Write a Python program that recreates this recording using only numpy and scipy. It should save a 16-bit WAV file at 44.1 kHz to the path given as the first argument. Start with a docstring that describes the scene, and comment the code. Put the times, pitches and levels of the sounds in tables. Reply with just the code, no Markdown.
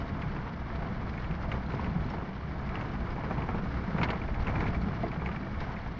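"""Tyres rolling on a gravel road, heard from on board: they rumble through the body and crunch loose stones.
Flung stones tick against the underside, chips of grit ping, and bumps make the body drum.
Ruts jolt and rattle it, hardest near 4 s, and a hollow panel is knocked near 5 s.
The rolling is noise shaped by spectra and resonances; the impacts are damped tones and noise bursts."""
import sys
import numpy as np
from scipy import signal
from scipy.fft import rfft, irfft, next_fast_len
from scipy.io import wavfile
from scipy.ndimage import map_coordinates

SR = 44100
rng = np.random.default_rng(int(sys.argv[2]) if len(sys.argv) > 2 else 0)


def digitize_waveform(pressure):
    """Quantize a signal to 16-bit integers and store it at the path in sys.argv[1].

    Rows of a 2-D input are taken as channels; values are limited to [-1, 1].
    """
    field = np.atleast_2d(pressure).T
    bounded = np.clip(field, -1, 1)
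    quanta = np.round(bounded * 32767).astype(np.int16)
    wavfile.write(sys.argv[1], SR, quanta)


N = 264159

# road roughness relative to an ordinary stretch: time_s, roughness_db
ROUGHNESS = [(0.0, 0.5), (0.14, 0.5), (0.44, 0.2), (0.58, -2.5), (0.85, 1), (1.03, 0), (1.65, 0.5),
             (1.93, 1.5), (2.38, -2.5), (2.8, 1), (3.42, 1.5), (3.66, 1.5), (3.85, 1.9), (4.02, 3.5),
             (4.25, 0), (4.6, 4.5), (4.88, 1.5), (5.45, -0.5), (5.74, -3), (5.88, -2.5)]
# ruts that shake the body: start_s, rattle_db, thud_db, clack_db
RUT_JOLTS = [(0.364, -31, -30, -40.5), (0.823, -26.5, -38, -42), (1.451, -34.5, -40, -50),
             (1.478, -32, -32, -53), (1.517, -39.5, -38, -36), (1.539, -25, -23.5, -47),
             (1.564, -34, -34, -51), (1.737, -24.5, -27, -45), (1.794, -23.5, -27, -40.5),
             (1.862, -25, -35, -38.5), (1.892, -30, -35.5, -53), (2.108, -30, -38, -43),
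             (2.136, -27, -37.5, -48), (2.182, -29.5, -38, -42), (2.222, -30, -35, -52),
             (2.768, -30, -32, -42.5), (2.822, -29.5, -34, -44), (2.847, -29.5, -40, -47.5),
             (3.181, -26, -29.5, -58), (3.235, -26, -26, -39.5), (3.308, -21, -26, -36),
             (3.378, -25.5, -29, -37.5), (3.42, -26, -28, -34), (3.433, -27, -41, -52),
             (3.488, -21.5, -29.5, -33.5), (3.545, -25, -25, -42.5), (3.570, -33, -37, -48),
             (3.983, -22, -26, -31), (3.995, -27.5, -21.5, -54), (4.014, -19, -35, -44),
             (4.032, -19, -29, -26), (4.051, -26.5, -30, -44.5), (4.075, -28, -29, -47),
             (4.089, -23, -26, -39), (4.102, -20.5, -37.5, -33), (4.131, -23, -44, -34),
             (4.156, -33, -30, -38.5), (4.482, -26, -28.5, -33), (4.497, -30, -29, -37),
             (4.537, -26, -37, -41), (4.560, -27, -30.5, -42), (4.579, -28.5, -35, -44),
             (4.607, -24, -28, -41.5), (4.624, -25, -24, -42), (4.640, -28, -29, -42.5),
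             (4.654, -25.5, -28, -40), (4.682, -29.5, -23, -37.5), (5.158, -29, -31, -47),
             (5.217, -26.5, -38, -51), (5.270, -28, -34, -40), (5.288, -26.5, -41, -38.5),
             (5.612, -30, -30, -44), (5.690, -32, -32, -51)]
# tyre vibration heard through the body: frequency_hz, level_db
TYRE_SPECTRUM = [(50, -41.5), (80, 1.5), (105, 0), (145, 0.5), (200, 0), (230, -5), (300, -9), (450, -16),
                 (700, -34), (2000, -88)]
# splintering stone and scattering grit: frequency_hz, level_db
SPLINTER_SPECTRUM = [(1500, -38.5), (2800, 3.5), (3600, -1.5), (4500, -1.5), (5500, -16.5), (7200, -24)]


def amp(db):
    """Amplitude ratio of a level in decibels."""
    return 10 ** (np.asarray(db) / 20)


def unit(x):
    """Normalisation to rms 1."""
    return x / np.sqrt(np.mean(x ** 2) + 1e-20)


def roughness_db():
    """Linear interpolation of the road's roughness to every sample."""
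    return np.interp(np.arange(N) / SR, *np.transpose(ROUGHNESS))


def swells(rows):
    t = np.arange(N) / SR
    return sum(np.outer(levels_db, np.exp(-(2 * (t - centre_s) / length_s) ** 2))
               for centre_s, length_s, *levels_db in rows)


def wobble(rate_hz):
    """Smooth random fluctuation: a spline through Gaussian values."""
    return map_coordinates(rng.standard_normal(1024), [np.arange(N) * rate_hz / SR + 2], mode="mirror")


def filtered(x, response):
    """Linear filtering: the spectrum is multiplied by a frequency response."""
    size = next_fast_len(len(x) + 8192)
    return irfft(rfft(x, size) * response(np.fft.rfftfreq(size, 1 / SR)), size)[:len(x)]


def coloured(x, spectrum):
    """Spectral shaping, interpolated over log frequency; the result has rms 1."""
    hz, db = np.transpose(spectrum)
    return unit(filtered(x, lambda f: amp(np.interp(np.log(f + 1), np.log(hz), db))))


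def resonant(x, modes):
    """Forced vibration of damped modes in parallel; the result has rms 1."""
    return unit(filtered(x, lambda f: sum(amp(db) * 1j * f * width / (hz * hz - f * f + 1j * f * width)
                                          for hz, width, db in modes)))


def burst(spectrum, attack_s, t60_s):
    """Closely spaced contacts merge into noise that rises quickly and decays exponentially."""
    t = np.arange(SR // 5) / SR
    envelope = (1 - np.exp(-t / attack_s)) * amp(-60 * t / t60_s)
    hit = coloured(rng.standard_normal(len(t)), spectrum) * envelope
    return hit * np.linalg.norm(envelope) / np.linalg.norm(hit) / envelope.max()


def ping(pitch_hz, t60_s):
    """A struck resonance: a brief chattering force convolved with a damped sinusoid."""
    t = np.arange(SR // 8) / SR
    contact = rng.standard_normal(len(t)) * amp(-60 * t / 0.011)
    mode = np.sin(2 * np.pi * pitch_hz * t) * amp(-60 * t / t60_s)
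    ring = signal.fftconvolve(contact, mode)[:len(t)]
    return ring / np.abs(ring).max()


def knock():
    """Free vibration: soft contacts in quick succession excite the modes of a hollow panel."""
    # contacts on the panel: start_s, level_db
    contacts = [(5.033, -27), (5.0388, -23.5), (5.063, -32.5)]
    # modes of the panel: pitch_hz, level_db, t60_s
    modes = [(346, -15, 0.19), (431, -0.5, 0.097), (673, 7.5, 0.023), (1080, -8, 0.037),
             (2040, -11.5, 0.033)]
    out, t = np.zeros(N), np.arange(SR // 5) / SR
    ring = sum(amp(db - 60 * t / t60_s) * np.sin(2 * np.pi * hz * t) for hz, db, t60_s in modes)
    onset = 1 - np.exp(-t / 0.0021)
    for start_s, level_db in contacts:
        add(out, start_s, amp(level_db) * ring * onset)
    return out


def bumps():
    """The tyre's compliance softens each bump, and the body drums for a few uneven cycles."""
    # thumps of the body: start_s, peak_db, pitch_hz
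    thumps = [(0.255, -29, 146), (0.835, -29.5, 146), (1.299, -28, 170), (1.477, -35, 150),
              (1.736, -28.5, 140), (1.951, -25, 159), (3.367, -24.5, 139), (3.754, -29, 150),
              (3.874, -34, 163), (3.938, -24, 169), (4.017, -25, 160.5), (4.764, -32.5, 190),
              (4.826, -26.5, 184), (4.863, -30, 203), (5.171, -27, 169)]
    rise_s, pitch_wander = 0.011, 0.067
    out, t = np.zeros(N), np.arange(SR // 8) / SR
    envelope = (t / rise_s * np.exp(1 - t / rise_s)) ** 2
    for start_s, peak_db, pitch_hz in thumps:
        hz = pitch_hz * (1 + pitch_wander * wobble(100)[:len(t)])
        add(out, start_s, amp(peak_db) * envelope * np.sin(2 * np.pi * np.cumsum(hz) / SR))
    return out


def ruts():
    """Shock excitation: a rut thuds through the suspension, the body rattles, fittings clack and ring."""
    # the rattling body: frequency_hz, level_db
    rattle_spectrum = [(150, -38.5), (380, 8.5), (560, 3.5), (700, 6), (950, 8), (1250, -1), (1500, -2.5),
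                       (2300, -19), (2900, -22.5), (7000, -41.5)]
    # the bright clack of loose fittings: frequency_hz, level_db
    clack_spectrum = [(900, -20.5), (1600, 0.5), (2300, 1.5), (2900, -10), (3400, -23), (7000, -44)]
    fitting_hz, scatter_octaves = 932, 0.27
    out = np.zeros(N)
    for start_s, rattle_db, thud_db, clack_db in RUT_JOLTS:
        rattle = amp(rattle_db - 10.5) * burst(rattle_spectrum, attack_s=0.001, t60_s=0.08)
        ring_hz = fitting_hz * 2 ** (scatter_octaves * rng.standard_normal())
        add(out, start_s, amp(rattle_db - 14.5) * ping(ring_hz, t60_s=0.05))
        clack = amp(clack_db - 7) * burst(clack_spectrum, attack_s=0.0005, t60_s=0.055)
        thud = amp(thud_db - 7) * burst(TYRE_SPECTRUM, attack_s=0.0054, t60_s=0.066)
        add(out, start_s, rattle + clack + thud)
    return out


def chips():
    """Small chips of grit each excite one high resonance and scatter with a burst of noise."""
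    # chip impacts: start_s, level_db, pitch_hz
    impacts = [(0.079, -51.5, 3850), (0.758, -50, 3800), (1.203, -54.5, 3865), (1.661, -49, 4130),
               (1.715, -49.5, 4140), (1.899, -57, 4250), (2.044, -51, 4010), (2.100, -49.5, 5390),
               (3.103, -51, 5000), (4.402, -53, 4320), (4.814, -50.5, 4490), (5.023, -51.5, 4100),
               (5.081, -50.5, 4760), (5.625, -56.5, 4200)]
    out = np.zeros(N)
    for start_s, level_db, pitch_hz in impacts:
        add(out, start_s, amp(level_db - 2) * ping(pitch_hz, t60_s=0.046))
        add(out, start_s, amp(level_db - 8) * burst(SPLINTER_SPECTRUM, attack_s=0.0016, t60_s=0.062))
    return out


def bending_wave(start_hz, travel_s, t60_s):
    """Dispersion in sheet metal: high frequencies arrive first, and edge echoes roughen the glide."""
    t = np.arange(SR // 10) / SR
    hz = start_hz / (1 + t / travel_s) ** 2
    envelope = (1 - np.exp(-t / 0.001)) * amp(-60 * t / t60_s)
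    direct = envelope * np.sin(2 * np.pi * np.cumsum(hz) / SR)
    reflections = rng.standard_normal(len(t)) * amp(-60 * t / 0.03)
    echoes = signal.fftconvolve(direct, reflections)[:len(t)]
    return direct + amp(-6) * echoes * np.linalg.norm(direct) / np.linalg.norm(echoes)


def stones():
    """Impact excitation: flung stones tick on the underside, clatter, splinter and ring its panel."""
    # stone impacts: start_s, level_db, clatter_db, splinter_db, ring_db, tick_start_hz
    impacts = [(0.2186, -36, -7, -18.5, -10.5, 3130), (0.751, -42.5, -6.5, -15, -8, 2730),
               (1.139, -41, -6, -26, -11, 2400), (1.177, -38, -8, -23, 0, 2880),
               (1.244, -41, -4, -25.5, -2, 3260), (1.31, -38.5, -9, -15, -4, 3130),
               (1.5158, -31.5, -3.5, -19.5, -6.5, 3260), (1.719, -46, -2.5, -8.5, -8, 2700),
               (1.843, -37.5, -6, -17.5, -7, 3090), (2.101, -43.5, -2, -13, -8, 2790),
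               (2.690, -39, -9, -14, -8, 2670), (2.7545, -33.5, -7, -20, -12, 3200),
               (2.811, -36, -7.5, -16, -5, 3020), (3.104, -47.5, -13, -16, -0.5, 2800),
               (3.162, -44, -6.5, -25, -1, 2770), (3.905, -51.5, -7.5, -17, -6, 2600),
               (4.014, -34.5, -3, -23.5, -3.5, 2880), (4.031, -28, -2, -6, -12, 3240),
               (4.039, -34.5, -7.5, -7.5, -10, 2960), (4.087, -33, -9.5, -24.5, -10.5, 3060),
               (4.103, -31, -5.5, -8, -12, 3200), (4.216, -37.5, -7, -22, -7.5, 2770),
               (4.280, -42.5, -8, -18.5, 1, 2540), (4.344, -39, -10, -20, 0.5, 2750),
               (4.469, -29.5, -6.5, -21, -19, 2930), (4.556, -33.5, -4, -20, -9.5, 2680),
               (4.583, -40.5, -7.5, -22, -0.5, 2470), (4.604, -37.5, -0.5, -10.5, 0, 2580),
               (4.640, -39.5, -8, -24.5, 0.5, 2410), (4.666, -33, -6, -23.5, -4, 2520),
               (4.746, -36, -6, -17, -8, 2680), (5.116, -37.5, -5, -20, -4.5, 2650),
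               (5.198, -48, -12.5, -22, 6, 2520), (5.212, -47, -13, -23, 2, 2500),
               (5.2597, -35, -3.5, -18.5, 2, 2830), (5.315, -37, -8, -19, -7.5, 2830),
               (5.361, -38, -5.5, -17, 4.5, 2520), (5.431, -42.5, -13, -21, 1, 2510),
               (5.542, -47.5, 1, -22, 2.5, 2620), (5.603, -35.5, -8.5, -9, -10.5, 2000),
               (5.765, -42, -2, -23.5, 5, 2620)]
    # clattering stone: frequency_hz, level_db
    clatter_spectrum = [(200, -1.5), (700, -4), (1300, 4), (1900, 1), (2300, 4.5), (2550, -13),
                        (2950, -12.5), (3200, -35), (7000, -32.5)]
    panel_hz, pitch_scatter = 2235, 0.028
    out = np.zeros(N)
    for start_s, level_db, clatter_db, splinter_db, ring_db, tick_start_hz in impacts:
        travel_s = 0.026 * amp(rng.standard_normal())  # each stone lands at another distance
        tick = bending_wave(tick_start_hz, travel_s, t60_s=0.033)
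        clatter = amp(clatter_db) * burst(clatter_spectrum, attack_s=0.0004, t60_s=0.1)
        splinter = amp(splinter_db - 3.5) * burst(SPLINTER_SPECTRUM, attack_s=0.001, t60_s=0.055)
        ring = amp(ring_db) * ping(panel_hz * (1 + pitch_scatter * rng.standard_normal()), t60_s=0.033)
        for part in (tick, clatter, splinter, ring):
            add(out, start_s, amp(level_db) * part)
    return out


def grains(rate_hz, spread_db, t60_s, bed_power):
    """Incoherent addition: randomly crushed stones sum in power over a steady bed of finer ones."""
    t = np.arange(SR // 10) / SR
    crushed = rng.random(N) < rate_hz / SR
    sizes = crushed * amp(spread_db * np.minimum(rng.standard_normal(N), 2))
    power = np.abs(signal.fftconvolve(sizes ** 2, amp(-60 * t / t60_s) ** 2)[:N])
    return np.sqrt(power / power.mean() + bed_power) * rng.standard_normal(N)


def gravel():
    """Granular noise: treads crunch stones and spray grit, amplitude-modulated by washboard ridges."""
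    # patches of deeper gravel: centre_s, length_s, extra_crunch_db, extra_spray_db
    patches = [(2.72, 0.21, 0.5, 0.5), (4.63, 0.13, -0.5, 3.5), (5.62, .05, 3, 7), (5.73, 0.15, 4.5, 2)]
    # stones crushed under the tread: frequency_hz, level_db
    crunch_spectrum = [(150, -7.5), (350, -5), (480, 1), (580, -0.5), (800, 2), (1100, 1), (1500, -2.5),
                       (1900, -10), (2300, -9.5), (2550, -22), (3200, -22.5), (7000, -72)]
    # fine flung grit: frequency_hz, level_db
    spray_spectrum = [(700, -30), (1600, 14), (2280, 11), (2500, 4), (2950, 5), (3170, 0), (3370, 3),
                      (3550, 0), (4300, -1), (5200, -5), (6200, -13.5), (7200, -86)]
    # resonances of the body: pitch_hz, width_hz, level_db
    body_modes = [(675, 21, 17.5), (840, 14, -3.5), (1315, 22, 9), (1730, 21, -17), (2000, 40, -15.5),
                  (2530, 25, -33)]
    rough_db = roughness_db()
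    extra_crunch_db, extra_spray_db = swells(patches)
    ridge_hz = 15 * (1 + 0.095 * wobble(12))
    ridges = np.sin(2 * np.pi * np.cumsum(ridge_hz) / SR) + 0.5 * wobble(32)
    lead_s, lift_db = 0.03, 0.5  # the crunch rises slightly just before each rut
    rut_db = swells([(start_s - lead_s / 2, lead_s, lift_db, 0) for start_s, *_ in RUT_JOLTS])[0]
    crunch_db = -44.5 + 0.83 * rough_db + extra_crunch_db + rut_db + 0.47 * ridges
    spray_db = -53.5 + 0.47 * rough_db + extra_spray_db + 1.5 * ridges
    crunch = coloured(grains(rate_hz=300, spread_db=3.8, t60_s=0.03, bed_power=1.1), crunch_spectrum)
    ring = resonant(grains(rate_hz=200, spread_db=3, t60_s=0.05, bed_power=0.6), body_modes)
    spray = coloured(grains(rate_hz=170, spread_db=4, t60_s=0.055, bed_power=1.5), spray_spectrum)
    return amp(crunch_db) * (crunch + amp(-10) * ring) + amp(spray_db) * spray


def rumble():
    """Structure-borne sound: road roughness drives the body's sway and boom and the tyres' drone."""
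    # dips that heave the body on its springs: centre_s, length_s, extra_sway_db, extra_drone_db
    dips = [(1.975, 0.3, 2, 2.5), (3.067, 0.098, 7.5, -1), (4.424, 0.28, 7, -1.5), (4.7, 0.15, 5, -2),
            (5.24, 0.078, 3.5, 0.5), (5.584, 0.15, 8, 2)]
    # the swaying body: frequency_hz, level_db
    sway_spectrum = [(8, -21), (22, -2), (32, -2), (48, -6.5), (62, 4.5), (75, -4.5), (90, -20), (130, -25),
                     (300, -88)]
    # low resonance of the body: pitch_hz, width_hz, level_db
    boom_mode = [(62.6, 2.3, 0)]
    rough_db = roughness_db()
    extra_sway_db, extra_drone_db = swells(dips)
    sway_db = -39.5 + 0.45 * rough_db + extra_sway_db
    drone_db = -37.5 + rough_db + extra_drone_db
    sway = amp(sway_db) * coloured(rng.standard_normal(N), sway_spectrum)
    boom = amp(sway_db - 23.5) * resonant(rng.standard_normal(N), boom_mode)
    drone = amp(drone_db) * coloured(rng.standard_normal(N), TYRE_SPECTRUM)
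    return sway + boom + drone


def add(track, start_s, sound):
    """Superposition of a delayed sound on the track."""
    part = track[round(start_s * SR):][:len(sound)]
    part += sound[:len(part)]


def scene():
    """All sources superpose at one point on board."""
    return (rumble() + gravel() + stones() + chips() + ruts() + bumps() + knock())[None]


def record(dry):
    """Band limiting: an ideal low-pass filter removes the highest treble."""
    cutoff_hz = 7180
    return filtered(dry[0], lambda hz: hz < cutoff_hz)[None]


dry = scene()
out = record(dry)
digitize_waveform(out)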